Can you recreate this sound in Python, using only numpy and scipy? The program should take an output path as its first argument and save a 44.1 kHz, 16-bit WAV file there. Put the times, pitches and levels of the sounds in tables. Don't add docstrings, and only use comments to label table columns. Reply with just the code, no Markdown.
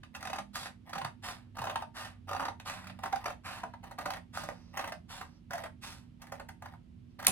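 import sys
import numpy as np
from scipy import signal
from scipy.fft import rfft, irfft, next_fast_len
from scipy.io import wavfile

SR = 44100
rng = np.random.default_rng(int(sys.argv[2]) if len(sys.argv) > 2 else 0)


def pcm_store(signal):
    levels = np.round(np.clip(np.atleast_2d(signal), -1, 1) * 32767)
    wavfile.write(sys.argv[1], SR, levels.astype(np.int16).T)


N = 322371
T = np.arange(N) / SR
PADDED = next_fast_len(N + SR // 10)
BINS_HZ = np.fft.rfftfreq(PADDED, 1 / SR)

# f/Hz, level/dB
AIR_SPECTRUM = [(20, -45), (35, -7.5), (50, 0), (95, 6.5), (130, -0.5), (190, -1), (260, -10.5),
                (330, -17.5), (430, -29), (800, -41), (1500, -44.5), (3000, -41), (6000, -50.5),
                (12000, -54), (16000, -79.5)]
# f/Hz, level/dB
AIR_APART = [(50, -1.5), (150, 5.0), (300, 17.5), (1000, 26.0), (16000, 14.5)]
# f/Hz, level/dB, waver/dB
HUM_TONES = [(48.6, -71.5, 3.5), (119.1, -69.5, 1.5), (241.3, -64.5, 0.15)]
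# t/s, f/Hz, fundamental level/dB, octave level/dB
ENGINE_DRONE = [(0.0, 101, -70, -76), (0.4, 100.5, -75, -55), (0.9, 100, -78, -87), (1.55, 99, -52, -73.5),
                (2.0, 96.5, -64, -68), (2.4, 95, -56, -68), (2.9, 93.5, -59, -60), (3.45, 91.5, -61, -66.5),
                (4.2, 89, -74, -60), (5.0, 85.5, -62.5, -66.5), (7.3, 81, -68, -66.5)]

# t/s, tearing time/s, sheet level/dB, sheet f/Hz, crunch level/dB, crackle level/dB
FIBRE_BITES = [(0.0345, 0.0025, -55, 1265, -56, -94), (0.152, 0.0047, -49, 1190, -46, -66),
               (0.1638, 0.0055, -52.5, 910, -58, -55), (0.211, 0.0035, -61, 1000.0, -57, -58),
               (0.2287, 0.003, -45, 1190.0, -48, -55), (0.2545, 0.0044, -47, 775, -44, -63),
               (0.2738, 0.0031, -44, 740, -43.5, -60), (0.3016, 0.0039, -45.5, 775, -47.5, -54),
               (0.3328, 0.0034, -39, 765, -42.5, -57), (0.3601, 0.0055, -45, 690.0, -49, -58.0),
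               (0.3875, 0.0048, -39.5, 800, -41, -69), (0.5567, 0.002, -40.5, 1160, -43, -46.5),
               (0.658, 0.0015, -45, 1190, -45.5, -75), (0.8973, 0.0044, -55, 710, -55, -59),
               (0.9344, 0.0043, -40, 1230, -42.5, -58), (0.9567, 0.0066, -37.5, 1190, -47, -59),
               (0.9825, 0.0044, -42, 780, -43.5, -53), (1.016, 0.0054, -41, 1000.0, -45.5, -64),
               (1.0487, 0.003, -37, 935, -39.5, -60), (1.2867, 0.0011, -44, 1160, -46.5, -48),
               (1.5707, 0.0037, -46, 920, -57, -55), (1.5885, 0.0052, -39.5, 1180, -48, -51.5),
               (1.62, 0.0037, -39, 890, -50, -52), (1.6417, 0.0038, -39.5, 755, -49, -50.5),
               (1.6541, 0.0036, -45, 700.0, -54, -51.5), (1.6709, 0.004, -38, 726, -47.5, -66),
               (1.699, 0.0036, -40, 846, -43.5, -63), (1.7122, 0.0041, -42.5, 700, -54, -55.5),
               (1.7592, 0.0032, -33.5, 906, -40.5, -51), (1.8244, 0.0047, -42, 730, -50.5, -63),
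               (2.2841, 0.0045, -48.5, 1180, -60, -66), (2.294, 0.0052, -41.5, 1170, -48, -54),
               (2.3135, 0.0024, -39, 786, -52, -59.0), (2.3325, 0.0034, -39, 1210, -46, -54),
               (2.3497, 0.0036, -39.5, 816, -50, -63), (2.3655, 0.004, -41, 805, -46, -57.5),
               (2.3968, 0.003, -37, 890, -49, -59), (2.405, 0.0032, -38, 910, -45, -61),
               (2.4249, 0.0055, -38.5, 930.0, -50, -63.5), (2.435, 0.0037, -41.5, 920.0, -54.5, -64),
               (2.4549, 0.0039, -37.5, 1200, -44, -55), (2.4849, 0.0035, -37.5, 780, -45.5, -64),
               (2.6005, 0.0028, -54.5, 690, -49, -61), (2.6614, 0.0057, -45.5, 1030, -60.5, -75),
               (2.699, 0.003, -43.5, 1000, -42, -52), (2.843, 0.003, -55, 1200, -54.5, -67),
               (2.8722, 0.0042, -53.5, 1190, -48.5, -56.5), (2.9006, 0.0048, -52.5, 720, -49.5, -70.5),
               (2.991, 0.0025, -52.5, 786, -57, -64.5), (3.0375, 0.004, -38.0, 770.0, -42.5, -49),
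               (3.0598, 0.0034, -39, 1040, -44.5, -56), (3.1285, 0.004, -36.5, 780.0, -41.5, -52),
               (3.16, 0.003, -43.5, 810, -43, -54), (3.243, 0.002, -46, 910, -49, -59),
               (3.2598, 0.004, -36.5, 727, -37.5, -50), (3.2818, 0.0036, -40.5, 704, -47, -59),
               (3.3041, 0.0039, -43.5, 760, -47, -56), (3.636, 0.0038, -38, 675, -51.5, -69),
               (3.7392, 0.0042, -48.5, 860, -58.5, -96), (3.8408, 0.0058, -50.5, 780, -54.5, -60.5),
               (3.9143, 0.0049, -48.5, 790, -55, -58.5), (3.9884, 0.0046, -39.5, 746, -46, -50),
               (4.0124, 0.0045, -47.5, 790, -54.5, -55), (4.0599, 0.0044, -37, 705, -39.5, -48.5),
               (4.1056, 0.0029, -40, 815, -40, -46.5), (4.1379, 0.0033, -47.5, 790.0, -41.5, -58),
               (4.171, 0.0029, -54, 770, -50.5, -61), (4.374, 0.0011, -37, 1210, -52, -46),
               (4.438, 0.0058, -45, 557, -54.5, -48.5), (4.4887, 0.0014, -39, 580, -45, -55),
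               (4.775, 0.0052, -41.5, 790, -38.5, -42.5), (4.7942, 0.0034, -38, 754, -40, -51),
               (4.8125, 0.0035, -48, 740, -45.5, -55.5), (4.8428, 0.0028, -42, 960, -44, -51),
               (4.8768, 0.0036, -44, 780, -46.5, -52), (4.9234, 0.0038, -43, 754, -42.5, -53),
               (5.2141, 0.0038, -44, 1010, -46.5, -55), (5.5093, 0.0027, -48.5, 710.0, -43.5, -53),
               (5.5352, 0.0046, -44, 760.0, -39, -46.5), (5.5557, 0.0029, -51, 710.0, -46.5, -55),
               (5.5806, 0.0052, -48, 704, -46, -52), (5.639, 0.0039, -45, 610, -43, -54.0),
               (5.6612, 0.0034, -46, 1360, -54.5, -64), (6.2223, 0.0062, -54, 1180.0, -54.5, -52),
               (6.2706, 0.0025, -62, 610.0, -57.5, -62), (6.3233, 0.0038, -43, 625, -47, -50.5),
               (6.4005, 0.0042, -45, 550, -48.5, -60), (6.49, 0.0043, -51.5, 780, -48, -53.5),
               (6.6244, 0.0039, -49, 910, -55, -58.5), (6.6594, 0.004, -51, 746, -51.5, -61),
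               (6.7388, 0.0044, -55.5, 870, -73.5, -82.0), (7.2008, 0.0042, -52, 780.0, -47.5, -53),
               (7.228, 0.0032, -48, 815, -48, -50), (7.2493, 0.0035, -51, 1310.0, -40.5, -46)]
# t/s, f/Hz
CRUNCH_PATH = [(0.3, 2040), (1.0, 1830), (1.7, 2900), (2.4, 2660), (3.1, 2170), (4.1, 1840), (4.8, 1940),
               (5.6, 1650), (6.5, 1700)]
# f/Hz, level/dB
SHEET_SPECTRUM = [(80, -12.5), (180, -10.5), (300, -6.5), (410, -16.5), (600, -2.5), (800, 2), (1250, 2),
                  (1600, -2.5), (2400, -17.5), (8000, -44)]
# f/Hz, level/dB
CRUNCH_SPECTRUM = [(500, -23.5), (1100, -6.5), (1450, 5), (1900, 7.5), (2400, -3), (3100, -3.5),
                   (4300, -5.5), (6000, -7), (8000, -19), (16000, -65)]
# f/Hz, level/dB
CRACKLE_SPECTRUM = [(1000, -15), (2500, -0.5), (4000, 4), (6000, 6.5), (7500, -1.5), (10000, -4),
                    (11700, -4), (14500, 7), (16000, 3.5)]
# f/Hz, width/Hz, level/dB
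TICK_MODES = [(2576, 270, 4.5), (3580, 620, -1), (4530, 440, -1), (5830, 380, -2)]
TICK_SHADE_DB_PER_S = 1.83
# start t/s, end t/s, shearing level between the bites/dB
CLOSING_STROKES = [(0.133, 0.41, -55), (0.858, 1.077, -54), (1.548, 1.841, -51), (2.273, 2.477, -49),
                   (3.02, 3.338, -51.5), (3.826, 3.938, -56), (3.977, 4.185, -49), (4.736, 4.904, -44),
                   (5.5, 5.678, -49.5), (6.196, 6.413, -59.5), (6.615, 6.762, -57.5), (7.188, 7.253, -50)]

# start t/s, push length/s, steel fade/(dB per s), steel hiss level/dB, paper scrape level/dB
OPENING_SLIDES = [(0.526, 0.14, 482, -42, -42), (1.216, 0.098, 228, -43, -39.5),
                  (1.936, 0.13, 308, -44.5, -39), (2.642, 0.049, 81, -42, -36.5),
                  (3.43, 0.14, 151, -46, -38), (4.321, 0.092, 106, -44.5, -41),
                  (5.077, 0.11, 188, -46.5, -43.5), (5.807, 0.11, 160, -45, -47)]
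SLIDE_ATTACK_S, SLIDE_SAG_DB_PER_S = 0.03, 44.5
SCRAPE_FADE_SHARE = 0.68
# f/Hz, level/dB
HISS_SPECTRUM = [(800, -8), (1800, -1), (2800, 4), (3600, 7.5), (4700, 4), (6000, 0), (9000, -6),
                 (11700, -9), (13300, -7.5), (16000, -9)]
# f/Hz, level/dB
SCRAPE_SPECTRUM = [(200, -11), (400, -21.5), (600, -5.5), (720, 0.5), (1250, 1.5), (1900, 1.5),
                   (3000, -4.5), (6000, -17), (16000, -53.5)]
# f/Hz, level/dB, t60/s
BLADE_MODES = [(2570, 9, 0.03), (4480, -7, 0.03), (7200, 2, 0.019), (8680, -3, 0.11), (9900, 1, 0.1),
               (10100, -14, 0.062), (10300, -7, 0.031), (13400, -21, .05)]

# t/s, f/Hz, level/dB
SHEET_FLEXES = [(0.94, 170, -58.5), (1.019, 125, -53.5), (1.58, 122, -56), (4.41, 137, -62),
                (7.267, 97, -53), (7.267, 190, -52.5)]
# start t/s, end t/s, f at the middle/Hz, level/dB
EDGE_SQUEAKS = [(0.987, 1.008, 780, -46.5), (3.125, 3.146, 803, -35), (4.08, 4.097, 770.4, -41.5),
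                (4.845, 4.866, 938, -44), (5.538, 5.576, 686, -41), (5.582, 5.597, 660, -43),
                (5.646, 5.659, 640, -44.5)]
SQUEAK_SAG_HZ_PER_S = 990
# start t/s, end t/s, level/dB
SLEEVE_BRUSHES = [(4.5, 4.777, -68.5), (5.204, 5.404, -72.5), (7.08, 7.15, -79)]
# f/Hz, level/dB
WOOL_SPECTRUM = [(500, 10), (2000, 0.5), (3300, -1), (4600, 8), (5700, 6.5), (8000, -18), (15000, -18.5)]

SNAP_S = 7.2684
# f/Hz, level/dB
STEEL_SPECTRUM = [(500, -18), (2500, -4), (4500, 0), (5600, -3), (7200, 3), (8000, -6), (9700, 5.5),
                  (11500, -1), (13000, 4), (16000, 2)]
# f/Hz, level/dB
THUD_SPECTRUM = [(40, 2), (90, 11), (170, -4), (330, -2), (450, -4), (650, 5), (1000, 4), (1600, -4),
                 (3000, -11.5), (8000, -40)]

# f/Hz, width/Hz, left level/dB, right level/dB
NOOK_MODES = [(557, 23, 2.5, 11), (719, 32, 2.5, 3), (776, 20.7, -10, 14), (838, 5.7, -14, -28),
              (914, 8.4, 12, 1.5), (1027, 14.6, 10, -17), (1214, 20, 8.5, 6.5), (1390, 30, -3, -9)]
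# f/Hz, level/dB
SCATTER_SPECTRUM = [(500, -18), (1300, -10), (2600, 0), (6000, 1), (9000, -16), (16000, -20)]
# f/Hz, level/dB
WALL_SPECTRUM = [(400, 5.5), (600, 9), (1200, 0), (2800, 1.5), (6000, -3.5), (9000, -2.0), (16000, -49.5)]
# f/Hz, level/dB
TREBLE_SPECTRUM = [(2000, -41.5), (5000, -9.0), (9000, 4.0), (16000, -12.5)]
PORT_LAG_S = 0.0001
# f/Hz, level/dB
RIGHT_LEAN = [(50, 5), (130, 4), (250, 11), (450, 3), (780, 1), (1100, 0.5), (2000, 1), (2800, 2),
              (5500, 5), (8000, 0.5), (10000, 0)]
TOP_HZ, OVERLOAD = 16000, 0.9


def amp(db):
    return 10 ** (np.asarray(db) / 20)


def unit(x):
    return x / np.sqrt(np.mean(x ** 2) + 1e-20)


def add(track, s, x):
    i = int(s * SR)
    track[i:i + len(x)] += x[:N - i]


def colour(x, points):
    hz, db = np.transpose(points)
    size = 4096
    f = np.maximum(np.fft.rfftfreq(size, 1 / SR), 1)
    cepstrum = irfft(np.log(amp(np.interp(np.log(f), np.log(hz), db))))
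    cepstrum[1:size // 2] *= 2
    cepstrum[size // 2 + 1:] = 0
    impulse = irfft(np.exp(rfft(cepstrum)))
    return signal.fftconvolve(x, impulse)[:len(x)]


def resonate(x, hz, t60):
    turn = np.exp(2j * np.pi * np.cumsum(hz * np.ones(len(x))) / SR)
    pole = np.exp(-np.log(1000) / (t60 * SR))
    return np.real(signal.lfilter([2 * (1 - pole)], [1, -pole], x / turn) * turn)


def ring_time(width_hz):
    return np.log(1000) / (np.pi * width_hz)


def walk(rate):
    knots = np.arange(0, T[-1] + 1, 1 / rate)
    return np.interp(T, knots, rng.standard_normal(len(knots)))


def grains(n, rate, spread_db):
    struck = rng.random(n) < rate / SR
    return struck * rng.choice([-1, 1], n) * amp(spread_db * rng.standard_normal(n))


def swell(t, peak_s, steep=2):
    return (t / peak_s * np.exp(1 - t / peak_s)) ** steep


def gate(start, end, ramp_s):
    return np.clip(np.minimum(T - start, end - T) / ramp_s + .5, 0, 1) ** 2


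def ventilation(air_db=-57.5, spread_db=-12):
    rumble = amp(air_db) * unit(colour(rng.standard_normal(N), AIR_SPECTRUM))
    hum = np.zeros(N)
    for hz, db, waver_db in HUM_TONES:
        level = amp(db + waver_db * walk(7.6))
        hum += level * unit(np.sin(2 * np.pi * hz * T + 0.13 * waver_db * walk(8)))
    diffuse = np.array([colour(unit(colour(rng.standard_normal(N), AIR_SPECTRUM)), AIR_APART)
                        for _ in range(2)])
    return rumble + hum + amp(air_db + spread_db) * diffuse


def drone(waver_db=3.0, drift=0.00795):
    times, hz, *levels = np.transpose(ENGINE_DRONE)
    phase = 2 * np.pi * np.cumsum(np.interp(T, times, hz) * (1 + drift * walk(10))) / SR
    out = np.zeros(N)
    for harmonic, db in enumerate(levels, 1):
        level = amp(np.interp(T, times, db) + waver_db * walk(8))
        out += level * unit(np.sin(harmonic * phase))
    return out


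def flavour(x, spread_db):
    hz = np.geomspace(400, 8000, num=12)
    return colour(x, np.transpose([hz, spread_db * rng.standard_normal(len(hz))]))


def bites(body_db=-13, ring_db=-16.5, crunch_db=-11.5, crackle_db=-7.5, tick_db=-13, straggle=0.19):
    out, t = np.zeros(N), T[:SR // 10]
    ring_t60, sag, sag_s = .022, .17, .014
    flavour_db, crunch_t60, steep = 2.5, .005, 4
    for s, tear_s, sheet_db, hz, paper_db, fibre_db in FIBRE_BITES:
        rise_s = np.sqrt(steep / 2) * tear_s
        breaking = swell(t, rise_s, steep) + straggle * swell(t, peak_s=0.013)
        tear = grains(len(t), rate=9000, spread_db=3) * breaking
        fibres = grains(len(t), rate=7000, spread_db=4.5) * breaking

        pitch = hz * (1 + sag * (np.exp(-t / sag_s) - .5))
        body = amp(body_db) * unit(colour(flavour(tear, flavour_db / 2), SHEET_SPECTRUM))
        sheet = body + amp(ring_db) * unit(resonate(tear, pitch, ring_t60))

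        crunch_hz = np.interp(s, *np.transpose(CRUNCH_PATH))
        paper = unit(colour(flavour(fibres, flavour_db), CRUNCH_SPECTRUM))
        paper += amp(-7) * unit(resonate(fibres, crunch_hz, crunch_t60))
        crackle = amp(fibre_db + crackle_db) * unit(colour(fibres, CRACKLE_SPECTRUM))

        steel = np.zeros(len(t))
        for mode_hz, width, db in TICK_MODES:
            level = amp(db + flavour_db * rng.standard_normal())
            steel += level * resonate(fibres, mode_hz, ring_time(width))
        tick = amp(paper_db + tick_db - TICK_SHADE_DB_PER_S * s) * unit(steel)

        bite = amp(sheet_db) * sheet + amp(paper_db + crunch_db) * unit(paper) + tick + crackle
        add(out, s - rise_s, bite)
    return out


def shearing(body_db=-4, crunch_db=-5, crackle_db=-11, patchy_db=4, ramp_s=0.017):
    force = sum(amp(db) * gate(start, end, ramp_s) for start, end, db in CLOSING_STROKES)
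    fibres = grains(N, rate=750, spread_db=2.5) * amp(patchy_db * walk(120))
    body = amp(body_db) * unit(colour(fibres, SHEET_SPECTRUM))
    crunch = amp(crunch_db) * unit(colour(fibres, CRUNCH_SPECTRUM))
    crackle = amp(crackle_db) * unit(colour(fibres, CRACKLE_SPECTRUM))
    return force * (body + crunch + crackle)


def glide(start, push_s, fade_db_per_s):
    t = np.maximum(T - start, 0)
    attack = np.minimum(t / SLIDE_ATTACK_S, 1) ** 2
    return attack * amp(-SLIDE_SAG_DB_PER_S * t - fade_db_per_s * np.maximum(t - push_s, 0))


def sliding(hiss_db=-2.0, scrape_db=-5.5, rough_db=1.5):
    hiss, scrape = np.zeros(N), np.zeros(N)
    for start, push_s, fade, steel_db, paper_db in OPENING_SLIDES:
        hiss += amp(steel_db) * glide(start, push_s, fade)
        scrape += amp(paper_db) * glide(start, push_s, SCRAPE_FADE_SHARE * fade)
    slips = grains(N, rate=7000, spread_db=3.5) * amp(rough_db * walk(200))
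    damping, ring_db = .2, -13
    ring = sum(amp(db) * resonate(slips, hz, damping * t60) for hz, db, t60 in BLADE_MODES)
    blades = unit(colour(slips, HISS_SPECTRUM)) + amp(ring_db) * unit(ring)
    paper = unit(colour(slips, SCRAPE_SPECTRUM))
    return hiss * amp(hiss_db) * blades + scrape * amp(scrape_db) * paper


def flexing(peak_s=0.019, t60=.07):
    out, t = np.zeros(N), T[:SR // 5]
    for s, hz, db in SHEET_FLEXES:
        push = rng.standard_normal(len(t)) * swell(t, peak_s)
        thump = resonate(resonate(push, hz, t60 / 2), hz, t60)
        add(out, s, amp(db) * unit(thump))
    return out


def squeaks(db=-1.5, ramp_s=0.0073, jitter=0.0203, overtone_db=-17):
    out, wobble = np.zeros(N), 1 + jitter * walk(250)
    for start, end, hz, level in EDGE_SQUEAKS:
        pitch = hz - SQUEAK_SAG_HZ_PER_S * (T - (start + end) / 2)
        phase = 2 * np.pi * np.cumsum(wobble * pitch) / SR
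        tone = np.sin(phase) + amp(overtone_db) * np.sin(2 * phase)
        out += amp(level + db) * gate(start, end, ramp_s) * tone
    return np.sqrt(2) * out * amp(1.7 * walk(150))


def sleeve(db=-2, ramp_s=0.067):
    touch = sum(amp(level + db) * gate(start, end, ramp_s) for start, end, level in SLEEVE_BRUSHES)
    return touch * unit(colour(rng.standard_normal(N), WOOL_SPECTRUM))


def snap(click_db=-28, ring_db=-42, thud_db=-41.5, nick_db=-43, rattle_db=-41,
         bounce_s=0.0128, bounce_db=-12, spread_s=0.001807):
    out, t = np.zeros(N), T[:SR // 10]
    blow = np.sin(np.pi * TOP_HZ * spread_s * np.maximum(1 - t / spread_s, 0) ** 2)
    click = amp(click_db) * unit(colour(blow, STEEL_SPECTRUM))
    chatter = grains(len(t), rate=5000, spread_db=4) * swell(t, peak_s=.012)
    rattle = amp(rattle_db) * unit(colour(chatter, STEEL_SPECTRUM))
    modes = sum(amp(db - 60 * t / t60) * np.sin(2 * np.pi * hz * t) for hz, db, t60 in BLADE_MODES)
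    ring = amp(ring_db) * unit(modes)
    push = rng.standard_normal(len(t)) * swell(t, peak_s=0.012)
    thud = amp(thud_db) * unit(colour(push, THUD_SPECTRUM))
    parting = rng.standard_normal(len(t)) * swell(t, peak_s=0.0012)
    nick = amp(nick_db) * unit(resonate(parting, 2250, t60=0.0037))
    add(out, SNAP_S - .003, nick)
    add(out, SNAP_S, click + ring + thud + rattle)
    add(out, SNAP_S + bounce_s, amp(bounce_db) * click)
    return out


def ports(x):
    late = irfft(rfft(x, PADDED) * np.exp(-2j * np.pi * BINS_HZ * PORT_LAG_S), PADDED)[:N]
    return np.array([x, late])


def echoes(x, t60, onset_s):
    t = T[:SR // 3]
    decay = amp(-60 * t / t60) * np.clip(t / onset_s, 0, 1)
    tail = rng.standard_normal(len(t)) * decay / np.sqrt(np.sum(decay ** 2))
    return signal.fftconvolve(x, tail)[:N]


def shifting_echoes(x, t60, onset_s, count):
    weights = np.array([walk(rate=4) for _ in range(count)])
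    weights /= np.sqrt(np.sum(weights ** 2, axis=0))
    return sum(weight * echoes(x, t60, onset_s) for weight in weights)


def room(x, t60=0.19, wet_db=-5, treble_db=-7, nook_db=-4, table_db=-5):
    scatter = colour(x, SCATTER_SPECTRUM)
    diffuse = colour(x, WALL_SPECTRUM)
    bright = colour(x, TREBLE_SPECTRUM)
    table = np.array([shifting_echoes(scatter, t60=0.014, onset_s=0.00031, count=4) for _ in range(2)])
    walls = np.array([shifting_echoes(diffuse, t60, onset_s=0.0083, count=4) for _ in range(2)])
    nook = sum(amp([[left], [right]]) * resonate(x, hz, ring_time(width))
               for hz, width, left, right in NOOK_MODES)
    treble = ports(echoes(bright, t60, onset_s=0.0056))
    return amp(table_db) * table + amp(wet_db) * walls + amp(nook_db) * nook + amp(treble_db) * treble


def scene():
    near = bites() + shearing() + sliding() + squeaks() + sleeve() + snap()
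    return ports(near + flexing()) + room(near) + ventilation() + drone()


def record(dry):
    hz, db = np.transpose(RIGHT_LEAN)
    lean = np.interp(np.log(np.maximum(BINS_HZ, 1)), np.log(hz), db)
    sides = amp(np.array([-lean, lean]) / 2)
    heard = irfft(rfft(dry, PADDED) * sides, PADDED)[:, :N]
    rounded = OVERLOAD * np.tanh(heard / OVERLOAD)
    return signal.sosfilt(signal.ellip(8, .2, 70, TOP_HZ, fs=SR, output="sos"), rounded)


dry = scene()
out = record(dry)
pcm_store(out)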